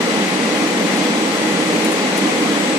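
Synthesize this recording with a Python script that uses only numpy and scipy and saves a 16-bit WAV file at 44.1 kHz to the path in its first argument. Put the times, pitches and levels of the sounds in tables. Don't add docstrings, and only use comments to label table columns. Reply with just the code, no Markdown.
import sys
import numpy as np
from scipy import signal
from scipy.fft import rfft, irfft
from scipy.io import wavfile
from scipy.ndimage import uniform_filter1d

SR = 44100
rng = np.random.default_rng(int(sys.argv[2]) if len(sys.argv) > 2 else 0)


def dump_mix(stems):
    frames = np.atleast_2d(stems).T
    limited = np.clip(frames, -1, 1)
    pcm = np.round(limited * 32767).astype(np.int16)
    wavfile.write(sys.argv[1], SR, pcm)


def how_loud(loudness_db):
    steps = np.asarray(loudness_db, float) / 20
    return 10 ** steps


N = 122598

# frequency in Hz, likeness from 0 to 1.
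LIKENESS = [(60, .94), (200, .97), (380, .91), (700, .72), (1200, .25), (2200, .03), (15000, .02)]


def evened(x):
    return x / np.sqrt(np.mean(np.abs(x) ** 2) + 1e-20)


def read(points, hz):
    f, value = np.transpose(points)
    return np.interp(np.log(hz + 1), np.log(f + 1), value)


def drift(t, top_per_s):
    turns_per_s = top_per_s * rng.uniform(-1, 1, (24, 1))
    turns = np.exp(2j * np.pi * (turns_per_s * t + rng.random((24, 1))))
    return turns.sum(0) / np.sqrt(len(turns_per_s))


def sides(db):
    return how_loud(np.array([db / 2, -db / 2]))


def likeness(hz):
    return np.clip(read(LIKENESS, hz), 0, 1)


def complex_noise(shape):
    return rng.standard_normal(shape) + 1j * rng.standard_normal(shape)


def fan_air():
    # frequency in Hz, density in dB per Hz.
    rumble = [(25, -50), (110, -40.5), (165, -4.5), (215, 2), (320, -3.5), (480, -6.5), (700, -11),
              (1000, -12.5)]
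    # frequency in Hz, density in dB per Hz.
    hiss = [(1000, 2), (1500, -3.5), (2040, -0.5), (3580, -7), (7400, -12), (10000, -19), (14100, -33),
            (15700, -25)]
    # frequency in Hz, width in Hz, lift in dB.
    humps = [(304, 11, 5), (514, 59, 3.5), (2000, 330, 0), (9800, 150, 1), (340, 12, -3), (152, 33, -2),
             (5230, 160, -2), (794, 50, 1.5), (101, 13, 16.5)]
    # frequency in Hz, width in Hz, lift in dB.
    ports = [(8000, 110, 3), (12850, 300, -4)]
    # frequency in Hz, left minus right in dB.
    balance = [(60, 0), (290, -1.5), (740, -.5), (2000, 6), (4000, 5.5), (7900, 3.5), (9800, 6),
               (11000, 12)]
    rumble_db, hiss_db = -20, -23
    patch_db, treble_patch_db, swell_db, flutter_db = .7, .5, .3, .5
    left_lag_s = .00017

    frames, hz = N // 512 + 5, np.fft.rfftfreq(2048, 1 / SR)
    t = np.arange(frames) * 512 / SR

    low = hz < hiss[0][0]
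    high = ~low & (hz < hiss[-1][0])
    colour = how_loud(np.where(low, read(rumble, hz), read(hiss, hz)))
    low_power, high_power = [np.sum(colour[band] ** 2) * 4 / 2048 ** 2 for band in (low, high)]
    colour *= np.where(low, how_loud(rumble_db) / np.sqrt(low_power), how_loud(hiss_db) / np.sqrt(high_power)) / 1024

    patches = rng.standard_normal((1025, frames))
    patches = evened(uniform_filter1d(uniform_filter1d(patches, size=14, axis=0), size=4, axis=1))
    patch_depth_db = patch_db + treble_patch_db * (hz[:, None] / 15000) ** 2
    lift_db = sum(db * np.exp(-.5 * ((hz - f) / width) ** 2) for f, width, db in [*humps, *ports])
    treble = (hz / (hz + 6000))[:, None] ** 2
    field_db = lift_db[:, None] + patch_depth_db * patches
    field_db = field_db + swell_db * drift(t, 2.56).real + flutter_db * treble * drift(t, 14).real

    same = likeness(hz)[:, None]
    left = complex_noise((1025, frames))
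    right = same * left + np.sqrt(1 - same ** 2) * complex_noise((1025, frames))
    right = right * np.exp(2j * np.pi * hz * left_lag_s)[:, None]
    z = np.array([left, right]) * (sides(read(balance, hz)) * colour)[:, :, None] * how_loud(field_db)
    return 1.218 * signal.istft(z, nperseg=2048, noverlap=1536)[1][:, :N]


def tone(hz, level_db, lean_db):
    # time in seconds, high whine level in dB, gear tone level in dB.
    standing = [(0, -3, -2), (.6, -5, -2), (.75, 3, 1), (1.1, 4, 3), (1.28, 4, -4), (1.44, -2, 3),
                (1.63, -4, -8), (1.78, -5, 1), (1.95, -5, -4), (2.11, -6, 5), (2.28, -7, -7), (2.42, -5, 1),
                (2.56, 2, -1), (2.78, 3, -4)]
    standing_hz = (7973.6, 834.4)

    slow = np.arange(0, N + 256, 256) / SR
    same = likeness(hz)
    s, *curves_db = np.transpose(standing)
    held = np.isclose(standing_hz, hz)
    path = how_loud(np.interp(slow, s, held @ np.array(curves_db)))

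    waver = .55 if held.any() else .9
    waver_per_s = 6 - .5 * hz / 1000
    a, b = (np.exp(2j * np.pi * rng.random()) + waver * drift(slow, waver_per_s) for port in range(2))
    left = evened(a * path)
    right = evened((same * a + np.sqrt(1 - same ** 2) * b) * path ** same)

    gains = np.repeat([left, right], 256, axis=1)
    gains = uniform_filter1d(gains.real, size=256)[:, :N] + 1j * uniform_filter1d(gains.imag, size=256)[:, :N]
    wave = (gains * np.exp(2j * np.pi * hz * np.arange(N) / SR)).real
    return how_loud(level_db) * sides(lean_db)[:, None] * np.sqrt(2) * wave


def blades_and_gears():
    # frequency in Hz, level in dB, left minus right in dB.
    hums = [(285.5, -34, -1), (314, -32, -7), (490, -38.5, 2), (529, -42, 2), (758.5, -42, -2),
            (834.4, -36, -3), (2064.3, -45, 14), (2115, -44, 10), (2496.3, -45, 7), (2654.4, -49.5, 12),
            (2990, -53.5, 12), (3341, -48, -4), (3396, -55, 17), (3424.6, -45.5, 13), (3722, -55, 11),
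            (4245, -49.5, 4), (4576, -52, 9), (7794.5, -52, 7), (3286, -51, 3), (1760, -47, 8)]
    return sum(tone(*row) for row in hums)


def inverter():
    # multiple of switching rate, multiple of motor rate, level in dB, left minus right in dB.
    whine = [(1, -5, -44, 0), (1, -1, -43, 18), (1, 1, -44, 14), (1, 5, -44.5, 8), (1, -3, -48.5, 8),
             (2, -2, -43.5, 4), (2, 0, -51, 7), (2, 2, -46.5, 4), (3, -1, -56, 9), (3, 3, -59, -8),
             (4, -1, -47, 3), (4, 0, -58, -3), (4, 1, -47.5, -3), (5, 0, -66, 16), (6, -2, -71, 8),
             (6, 2, -68, 10)]
    switch_hz, motor_hz = 2000, 26.4
    return sum(tone(k * switch_hz + m * motor_hz, db, lean_db) for k, m, db, lean_db in whine)


def hand_ticks():
    # start in seconds, level in dB, length in seconds, left minus right in dB, top edge lift in dB.
    touches = [
        (.9655, -32, .03, 11, 0),
        (1.8445, -25.5, .024, 15, 3),
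        (1.903, -37, .03, 10, -3),
        (1.9145, -26, .035, 11, -6),
        (2.169, -32, .02, 13, 2),
        (2.1745, -24.5, .02, 13, 0),
        (2.187, -37, .04, 12, 8),
    ]
    # frequency in Hz, level in dB.
    tick_tone = [(3000, -25), (5500, -11), (7000, 1), (8600, 1), (10300, 7), (12200, -10), (13800, -4),
                 (15700, -10)]
    rise_s, grains_per_s, edge_hz = .004, 7000, 12000

    out, t, hz = np.zeros((2, N)), np.arange(N) / SR, np.fft.rfftfreq(N, 1 / SR)
    colour = evened(how_loud(read(tick_tone, hz)))
    for s, db, length, lean_db, edge_db in touches:
        u = np.maximum(t - s, 0)
        grains = rng.random(N) < grains_per_s / SR
        snaps = evened(rng.standard_normal((2, N)) * (0.46 + grains * 2))
        envelope = np.minimum(u / rise_s, 1) * how_loud(-20 * u / length)
        clump = how_loud(db) * sides(lean_db)[:, None] * snaps * envelope
        out += irfft(rfft(clump) * colour * how_loud(edge_db * (hz > edge_hz)), N)
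    return out


def scene():
    return fan_air() + blades_and_gears() + inverter() + hand_ticks()


def treble_gate(x):
    # frequency in Hz, threshold in dB.
    bin_gate = [(1000, -80), (4000, -12), (7000, -4), (10500, -1), (12000, 1.5), (12800, 3.5), (13500, 2),
                (14600, 2.5), (15100, 4), (15700, 5)]
    # frequency in Hz, threshold in dB.
    band_gate = [(9000, -6), (11500, -1), (12800, .8), (13600, -1), (14500, -.3), (15000, 2.3),
                 (15600, 4.5)]
    right_bin_db, right_band_db = 3, .8
    follow, slack_db = .6, 2.5
    band_bins, lead = 25, 576

    padded = np.pad(x, ((0, 0), (lead, 0)))
    hz, t, z = signal.stft(padded, SR, nperseg=2048, noverlap=1024, window="cosine")
    power, right = np.abs(z) ** 2, np.arange(2)[:, None, None]
    steady = uniform_filter1d(np.median(power, axis=2, keepdims=True), size=31, axis=1)

    rise = uniform_filter1d(power / steady, size=61, axis=1) / how_loud(2 * slack_db)
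    rise = np.maximum(rise, 1) ** follow
    bin_db = read(bin_gate, hz)[:, None] + right_bin_db * right
    keep = uniform_filter1d(power, size=3, axis=1) > steady * rise * how_loud(2 * bin_db)

    band_db = read(band_gate, hz)[:, None] + right_band_db * right
    margin = power / steady / how_loud(2 * band_db)
    bands = margin.reshape(2, -1, band_bins, len(t)).mean(axis=2) > 1

    z = z * keep * np.repeat(bands, band_bins, axis=1)
    return signal.istft(z, SR, nperseg=2048, noverlap=1024, window="cosine")[1][:, lead:lead + N]


def low_pass(x):
    return signal.sosfilt(signal.butter(12, 15620, fs=SR, output="sos"), x)


def record(dry):
    mix = treble_gate(dry) * np.minimum(np.arange(N) / SR / .006, 1)
    return low_pass(mix)


dry = scene()
out = record(dry)
dump_mix(out)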